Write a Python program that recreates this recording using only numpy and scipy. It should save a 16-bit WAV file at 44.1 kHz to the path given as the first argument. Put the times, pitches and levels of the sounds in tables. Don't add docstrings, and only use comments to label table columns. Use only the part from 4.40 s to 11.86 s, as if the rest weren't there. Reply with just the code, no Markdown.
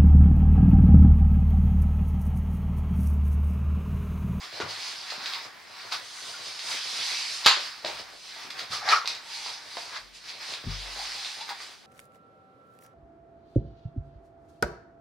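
import sys
import numpy as np
from scipy import signal
from scipy.fft import rfft, irfft, next_fast_len
from scipy.io import wavfile
from scipy.ndimage import uniform_filter1d

SR = 44100
rng = np.random.default_rng(int(sys.argv[2]) if len(sys.argv) > 2 else 0)


def generate_wav(signal):
    frames = np.transpose(np.atleast_2d(signal))
    scaled = np.clip(frames, -1, 1) * 32767
    pcm = np.round(scaled).astype(np.int16)
    wavfile.write(sys.argv[1], SR, pcm)


N = 328986
PUSH_SHAPE = 1.39
# frequency in Hz, relative side level in dB.
ROOM_WIDTH = [(60, -2), (250, 4.5), (600, -6.5), (2000, -7.5), (4500, -10), (8000, -3.5), (12000, -0.5)]


def sliding(rub_gain, hiss_gain, flex_gain):
    # frequency in Hz, level in dB.
    rub_colour = [(700, -30.5), (1400, -14), (2200, -4), (3000, -3.5), (3800, 0.5), (5000, 3), (5700, -5),
                  (7000, -23), (9000, -30), (14000, -57)]
    hiss_colour = [(4000, -42), (6000, 3.5), (7500, -3), (9800, -5), (11000, -12), (13000, -21),
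                   (15800, -26)]
    flex_colour = [(100, -41), (350, -9.5), (560, -13), (750, -2), (1050, 1.5), (1500, 0), (2200, -0.5),
                   (4000, -24)]
    rub = rub_gain * friction(rub_colour, per_s=3200, spread_db=5.5)
    hiss = hiss_gain * friction(hiss_colour, per_s=7000, spread_db=6)
    flex = flex_gain * friction(flex_colour, per_s=900, spread_db=4.5)
    wrinkles = signal.fftconvolve(slips(per_s=110, spread_db=4), crease_click(softness=1))[:N]
    ticks = rub_gain * amp(-13) * unit(in_room(wrinkles, wet_db=-2))
    return rub + hiss + flex + ticks


def hand_motion():
    # fastest moment, rise and fall in seconds, rub level in dB,
    # extra hiss from pressure in dB, extra body from bending in dB.
    pushes = [(.04, 0.15, 0.051, -39.5, -2.5, 0.5), (.18, 0.097, 0.044, -40, -2, 0),
              (.31, 0.037, 0.084, -37.5, -0.5, -0.5), (.465, 0.14, .15, -35.5, 0, -2),
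              (.725, 0.14, 0.059, -40, 0.5, 3), (.93, 0.2, 0.098, -36, -5.5, 4),
              (1.05, 0.034, 0.036, -45.5, 1, 4), (1.42, 0.13, 0.12, -44.5, -4, 1.5),
              (1.528, 0.012, 0.047, -31, -1, 4), (1.89, .34, 0.098, -41, 5, -4.5),
              (2.08, 0.13, 0.08, -39.5, 2, -3), (2.325, 0.088, 0.085, -34.5, 5.5, 2),
              (2.699, 0.48, 0.45, -30.5, -0.5, -6), (2.97, 0.1, 0.043, -53, 17, -13),
              (3.25, 0.15, 0.079, -38, -2, 1), (3.465, 0.016, 0.12, -36, -2, 0.5),
              (3.6, 0.076, 0.035, -40, -4, 0), (3.88, 0.2, 0.14, -46, 2.5, -9),
              (4.03, 0.14, 0.085, -43, -1, 4), (4.2, 0.043, 0.063, -40.5, -0.5, 7.5),
              (4.336, 0.023, 0.059, -28.5, -2.5, -2.5), (4.725, 0.087, 0.049, -42.5, -3, 6),
              (4.96, .1, 0.1, -38, 2, -4), (5.075, 0.07, 0.11, -36, -0.5, -7),
              (5.4, 0.17, 0.19, -40.5, 0.5, 0), (5.755, 0.019, 0.056, -45.5, 3, -11),
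              (5.895, 0.066, 0.068, -42, -1, 2), (6.025, 0.025, .04, -43, -10, 6.5),
              (6.125, 0.13, 0.063, -35.5, -1.5, -3), (6.33, 0.089, .17, -39.5, -6, -2.5),
              (6.65, 0.33, 0.26, -37.5, 0.5, 0), (6.85, 0.21, 0.25, -39.5, 3, -6.5),
              (7.1, 0.022, 0.042, -47.5, 6, 16), (7.22, 0.043, 0.12, -43, 3, -3)]
    # centre in seconds, half length in seconds.
    rests = [(3.82, 0.076), (5.723, 0.45), (7.42, 0.14)]
    hiss_db, flex_db = -10.5, -7
    flex_linger = 1.2
    creep = 1 - sum(swell(at, half, half, shape=1) for at, half in rests)
    rub, hiss, flex = np.outer(amp([-57.5, -68, -50]), creep) ** 2
    for at, rise, fall, db, pressure_db, bend_db in pushes:
        speed = amp(db) * swell(at, rise, fall, PUSH_SHAPE)
        bend = amp(db + flex_db + bend_db) * swell(at, rise, fall * flex_linger, PUSH_SHAPE)
        rub += speed ** 2
        hiss += (amp(hiss_db + pressure_db) * speed) ** 2
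        flex += bend ** 2
    return np.sqrt([rub, hiss, flex])


def billowing(flex_gain):
    # strongest moment, rise and fall in seconds, level in dB.
    heaves = [(.18, 0.065, 0.091, -46), (1.42, 0.026, 0.057, -48), (2.22, .22, 0.34, -51),
              (3.51, 0.097, 0.14, -48), (4.08, .06, 0.042, -56), (4.5, 0.12, .06, -44.5),
              (6.08, 0.12, 0.12, -53.5), (6.5, 0.061, 0.081, -51)]
    # frequency in Hz, level in dB.
    sway_colour = [(20, -50), (45, -22), (70, -25), (105, -1.5), (170, -10.5), (300, -7.5), (480, -3.5),
                   (800, 7.5), (2000, -53)]
    t = np.arange(SR // 25) / SR
    sweep_hz = 90 + 650 * np.exp(-t / 0.00482)
    flap = np.sin(2 * np.pi * np.cumsum(sweep_hz) / SR) * np.exp(-t / 0.012)
    flaps = signal.fftconvolve(slips(per_s=90, spread_db=8), flap)[:N]
    heaving = sum(amp(db) * swell(at, rise, fall, PUSH_SHAPE) for at, rise, fall, db in heaves)
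    bending = amp(-59) * unit(flex_gain) ** 0.48
    return np.hypot(bending, heaving) * unit(in_room(coloured(flaps, sway_colour), wet_db=0.5))


def edge_scraping():
    # fastest moment, rise and fall in seconds, level in dB.
    drags = [(4.344, 0.084, 0.028, -43.5), (4.524, 0.05, .054, -19.5), (5.2, 0.13, 0.17, -48.5),
             (5.567, 0.045, 0.041, -35)]
    # frequency in Hz, level in dB.
    rasp_colour = [(60, -29), (300, -22), (520, 0), (650, -1.5), (1200, 7), (2300, 5), (3000, -3),
                   (3700, 2.5), (5100, 4.5), (6200, -6), (8000, -19), (10500, -18.5), (15800, -36)]
    speed = sum(amp(db) * swell(at, rise, fall, shape=1.18) for at, rise, fall, db in drags)
    return speed * friction(rasp_colour, per_s=2200, spread_db=4)


def pocket_honks(width_hz=165):
    # strongest moment, rise and fall in seconds, level in dB, resonance in Hz.
    pockets = [(4.335, 0.018, 0.09, -38.5, 1207), (4.425, 0.0092, 0.013, -41, 767),
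               (4.494, 0.025, .017, -26, 790), (4.533, 0.011, 0.015, -12.5, 1219),
               (4.57, 0.061, 0.021, -26, 1338), (5.07, 0.21, .11, -50.5, 871),
               (6.59, 0.018, .05, -41.5, 801), (6.78, 0.18, 0.38, -55.5, 808),
               (7.016, 0.029, 0.035, -42.5, 850), (7.115, 0.013, 0.019, -37, 850)]
    lowpass = signal.butter(3, width_hz / 2, fs=SR, output="sos")
    honks, t = np.zeros(N), np.arange(N) / SR
    for at, rise, fall, db, hz in pockets:
        drive = slips(per_s=800, spread_db=1) + 1j * slips(per_s=1100, spread_db=7)
        wobble = signal.sosfilt(lowpass, drive)
        tone = unit(np.real(wobble * np.exp(2j * np.pi * hz * t)))
        honks += amp(db) * swell(at, rise, fall, shape=1.3) * tone
    return in_room(honks, wet_db=-12)


def crease_snaps():
    # start in seconds, level in dB, crackle trim in dB, softness (0 is hard).
    snaps = [(0.202, -22.5, -7, 0.77), (0.7023, -24, -5, 1.2), (.859, -16.5, -13, 1.5),
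             (0.9364, -15.5, -25, 1.1), (1.522, -25, -4, 0.95), (2.19, -27.5, -0.5, 0.78),
             (3.046, -23.5, 6, 1.4), (3.0613, 0, -10.5, 0.022), (3.449, -15, -28, 1.26),
             (3.4802, -26.5, -18, 1.07), (3.8916, -34, -5, 0.67), (4.1019, -31, 2, 0),
             (4.191, -25, -5, 1.2), (4.489, -11, -13, 0.81), (4.6581, -16.5, -16, 1.15),
             (4.6754, -10.5, -18, 0.4), (4.7509, -24, -24, 0.68), (5.3688, -32.5, 0, 1.6),
             (5.888, -27.5, -3, 1.5), (6.1378, -20, -17, 0.79), (6.846, -22, -7.5, 1.5),
             (7.009, -26, -2, 1.6), (7.093, -22, -11.5, 1.2)]
    out, t = np.zeros((2, N)), np.arange(SR // 4) / SR
    push, rebound = (t / peak_s * np.exp(1 - t / peak_s) for peak_s in (0.00025, 0.00075))
    shove = push - rebound / 3
    for at, db, crackle_db, softness in snaps:
        softness = min(softness, 1.3)
        flip_s = 0.0012 - softness * 0.0008
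        burst = slips(per_s=SR, spread_db=11.5, size=len(t)) * (t < flip_s)
        flip = signal.fftconvolve(burst, crease_click(softness))[:len(t)]
        settling = slips(per_s=2400, spread_db=8, size=len(t))
        crackle = unit(signal.fftconvolve(settling, crease_click(softness * 0.63 + 0.25))[:len(t)])
        t60 = 0.094 * 2 ** (db / 42)
        envelope = amp(crackle_db - 3 - 60 * t / t60) * (1 - np.exp(-t / 0.00083))
        snap = flip / np.abs(flip).max() + envelope * crackle
        add(out, at, in_room(amp(db) * snap, wet_db=-1))
        add(out, at, amp(db - 17 - 40 * softness) * shove)
    return out


def crease_click(softness):
    # frequency in Hz, level in dB.
    crease_colour = [(20, -28), (90, -15), (300, -19), (800, -4.5), (1500, -3), (2500, 4.5), (3050, -2),
                     (3800, 6.5), (5000, 4), (5600, -4.5), (7500, -10.5), (10000, -17), (12000, -18),
                     (15800, -35)]
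    return click([(hz, db - 5 * softness * (abs(np.log2(hz / 4000)) + (hz > 8000)))
                  for hz, db in crease_colour])


def palm_pats():
    # start in seconds, level in dB, pitch in Hz, flutter t60 in seconds.
    pats = [(.174, -30, 840, 0.1), (0.2013, -23, 430, 0.22), (0.202, -19, 1110, 0.17),
            (.263, -26.5, 690, 0.1), (.7214, -28.5, 760, 0.15), (.778, -42, 250, 0.34),
            (1.521, -31, 1100, 0.056), (3.0586, -15, 1050, .05), (3.0622, -7, 1250, 0.27),
            (3.17, -29.5, 570, 0.2), (3.4466, -22, 580, 0.26), (3.479, -26, 760, 0.22),
            (3.9635, -34, 795, 0.093), (4.048, -44, 249, 0.35), (4.647, -29.5, 790, 0.053),
            (5.0623, -24.5, 895, 0.084), (5.3698, -23, 700, 0.11), (6.24, -35.5, 340, 0.15),
            (7.0909, -25, 875, 0.064), (7.203, -30, 1070, 0.091)]
    # multiple of its pitch, level in dB.
    pop_colour = [(.06, -28), (.25, -21), (.55, -8), (1, 4.5), (1.9, -5.5), (5, -13.5), (20, -57)]
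    out, t = np.zeros((2, N)), np.arange(SR // 4) / SR
    for at, db, pitch_hz, t60 in pats:
        pop = click([(pitch_hz * ratio, level) for ratio, level in pop_colour], size=2048)
        contacts = slips(per_s=1100, spread_db=5.5, size=len(t))
        flutter = unit(signal.fftconvolve(contacts, pop)[:len(t)])
        pat = amp(-11.5 - 60 * t / t60) * flutter
        add(pat, 0, pop)
        add(out, at, in_room(amp(db) * pat, wet_db=-5))
    return out


def skin_squeak(at=1.937, db=-38, pitch_hz=1450, rise_s=0.007):
    out, t = np.zeros((2, N)), np.arange(SR // 20) / SR
    chirp = np.sin(2 * np.pi * pitch_hz * t * (1 - 0.93 * t))
    envelope = (t / rise_s) ** 2 * np.exp(2 - 2 * t / rise_s)
    add(out, at, in_room(amp(db) * envelope * chirp, wet_db=-13))
    return out


def floor_thumps():
    # start in seconds, level in dB, upper-mode gain in dB, rise in seconds.
    landings = [(0.228, -66.5, 27.5, 0.01), (3.52, -58.5, 5, 0.014), (4.299, -67.5, 21.5, 0.01),
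                (5.578, -50, -7, 0.046), (6.242, -38, -3.5, 0.0079), (6.265, -30.5, 4, 0.0089)]
    # frequency in Hz, level in dB, t60 in seconds.
    floor_modes = [(47.1, -3, 0.84), (99.2, -3.5, 0.36), (120.5, 8, 0.081), (155.4, -3.5, 0.29),
                   (230, 4, 0.073), (390, -17.5, .2)]
    out, t = np.zeros(N), np.arange(SR) / SR
    for at, db, upper_db, rise in landings:
        ring = sum(amp(mode_db + upper_db * (k > 0) - 60 * t / t60) * np.sin(2 * np.pi * hz * t)
                   for k, (hz, mode_db, t60) in enumerate(floor_modes))
        add(out, at, amp(db) * ring * (1 - np.exp(-t / rise)))
    return out


def in_room(x, wet_db, size=16384):
    # frequency in Hz, t60 in seconds.
    room_decay = [(100, 0.1), (600, 0.26), (3000, 0.38), (6000, 0.32), (14000, 0.12)]
    hz, t, tail = signal.stft(rng.standard_normal((2, size)), SR, nperseg=256)
    tail *= amp(-60 * t / along(room_decay, hz)[:, None]) * (1 - np.exp(-t / 0.003))
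    tail *= (hz / np.hypot(hz, 300))[:, None]
    tail[1] *= amp(along(ROOM_WIDTH, hz) + 2)[:, None]
    mid, side = signal.istft(tail, SR, nperseg=256)[1]
    paths = amp(wet_db) * np.array([mid + side, mid - side]) / np.linalg.norm(mid)
    paths[:, 0] += 1
    return signal.fftconvolve(x[None], paths, axes=1)[:, :N]


def room_air():
    # frequency in Hz, level in dB.
    air_colour = [(15, -40), (30, -8), (50, -15), (110, -10.5), (300, -8.5), (1000, -11), (4500, -5.5),
                  (7000, -20), (10000, -23.5), (12000, -29), (15800, -35)]
    mid, side = coloured(rng.standard_normal((2, N)), air_colour)
    side = amp(3) * coloured(side, ROOM_WIDTH)
    return amp(-55) * unit(np.array([mid + side, mid - side]))


def friction(colour, per_s, spread_db, spots=3):
    slipping = sum(in_room(slips(per_s / spots, spread_db), wet_db=2.5) for _ in range(spots))
    return unit(shifting_colour(coloured(slipping, colour), depth_db=1.5))


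def slips(per_s, spread_db, size=N):
    happens = rng.random(size) < per_s / SR
    strength = amp(spread_db * np.clip(rng.standard_normal(size), -2, 2))
    return unit(happens * strength * rng.choice([-1, 1], size))


def shifting_colour(x, depth_db):
    spectra = signal.stft(x, nperseg=512)[2]
    drift = uniform_filter1d(rng.standard_normal(spectra.shape[-2:]), size=8, axis=0)
    drift = uniform_filter1d(drift, size=12, axis=1)
    return signal.istft(spectra * amp(depth_db * unit(drift)), nperseg=512)[1][..., :N]


def swell(at, rise, fall, shape):
    start = max(at - 6 * rise, 0)
    t = np.arange(start - at, 6 * fall, 1 / SR)
    gain = np.zeros(N)
    add(gain, start, amp(-10 * np.maximum(-t / rise, t / fall) ** shape))
    return gain


def click(colour, size=512):
    magnitude = amp(along(colour, np.fft.rfftfreq(size, 1 / SR)))
    cepstrum = irfft(np.log(magnitude))
    cepstrum[1:size // 2] *= 2
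    cepstrum[size // 2 + 1:] = 0
    pulse = irfft(np.exp(rfft(cepstrum)))
    return pulse / np.abs(pulse).max()


def coloured(x, colour):
    return filtered(x, lambda hz: amp(along(colour, hz)))


def filtered(x, response):
    size = next_fast_len(x.shape[-1] + SR // 8, real=True)
    return irfft(rfft(x, size) * response(np.fft.rfftfreq(size, 1 / SR)), size)[..., :x.shape[-1]]


def along(points, hz):
    point_hz, values = np.transpose(points)
    return np.interp(np.log(hz + 1), np.log(point_hz + 1), values)


def add(track, at, sound):
    part = track[..., round(at * SR):][..., :sound.shape[-1]]
    part += sound[..., :part.shape[-1]]


def amp(db):
    return 10 ** (np.asarray(db) / 20)


def unit(x):
    return x / np.sqrt(np.mean(x ** 2) + 1e-20)


def scene():
    # frequency in Hz, left minus right in dB.
    balance = [(60, 7), (110, 2.5), (200, -0.5), (380, 3.5), (700, 3), (1290, 1.0), (2380, -1.5),
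               (4400, -1.5), (8120, 0), (15000, -2.5)]
    rub_gain, hiss_gain, flex_gain = hand_motion()
    paper = sliding(rub_gain, hiss_gain, flex_gain) + billowing(flex_gain)
    paper += edge_scraping() + pocket_honks() + crease_snaps() + palm_pats() + skin_squeak()
    mix = paper + floor_thumps() + room_air()
    return filtered(mix, lambda hz: amp(np.outer([1, -1], along(balance, hz)) / 2))


def record(dry, low_hz=36, top_hz=15800):
    thinned = signal.sosfilt(signal.butter(3, low_hz, "high", fs=SR, output="sos"), dry)
    return filtered(np.clip(thinned, -1, 1), lambda hz: hz < top_hz)


dry = scene()
out = record(dry)
generate_wav(out)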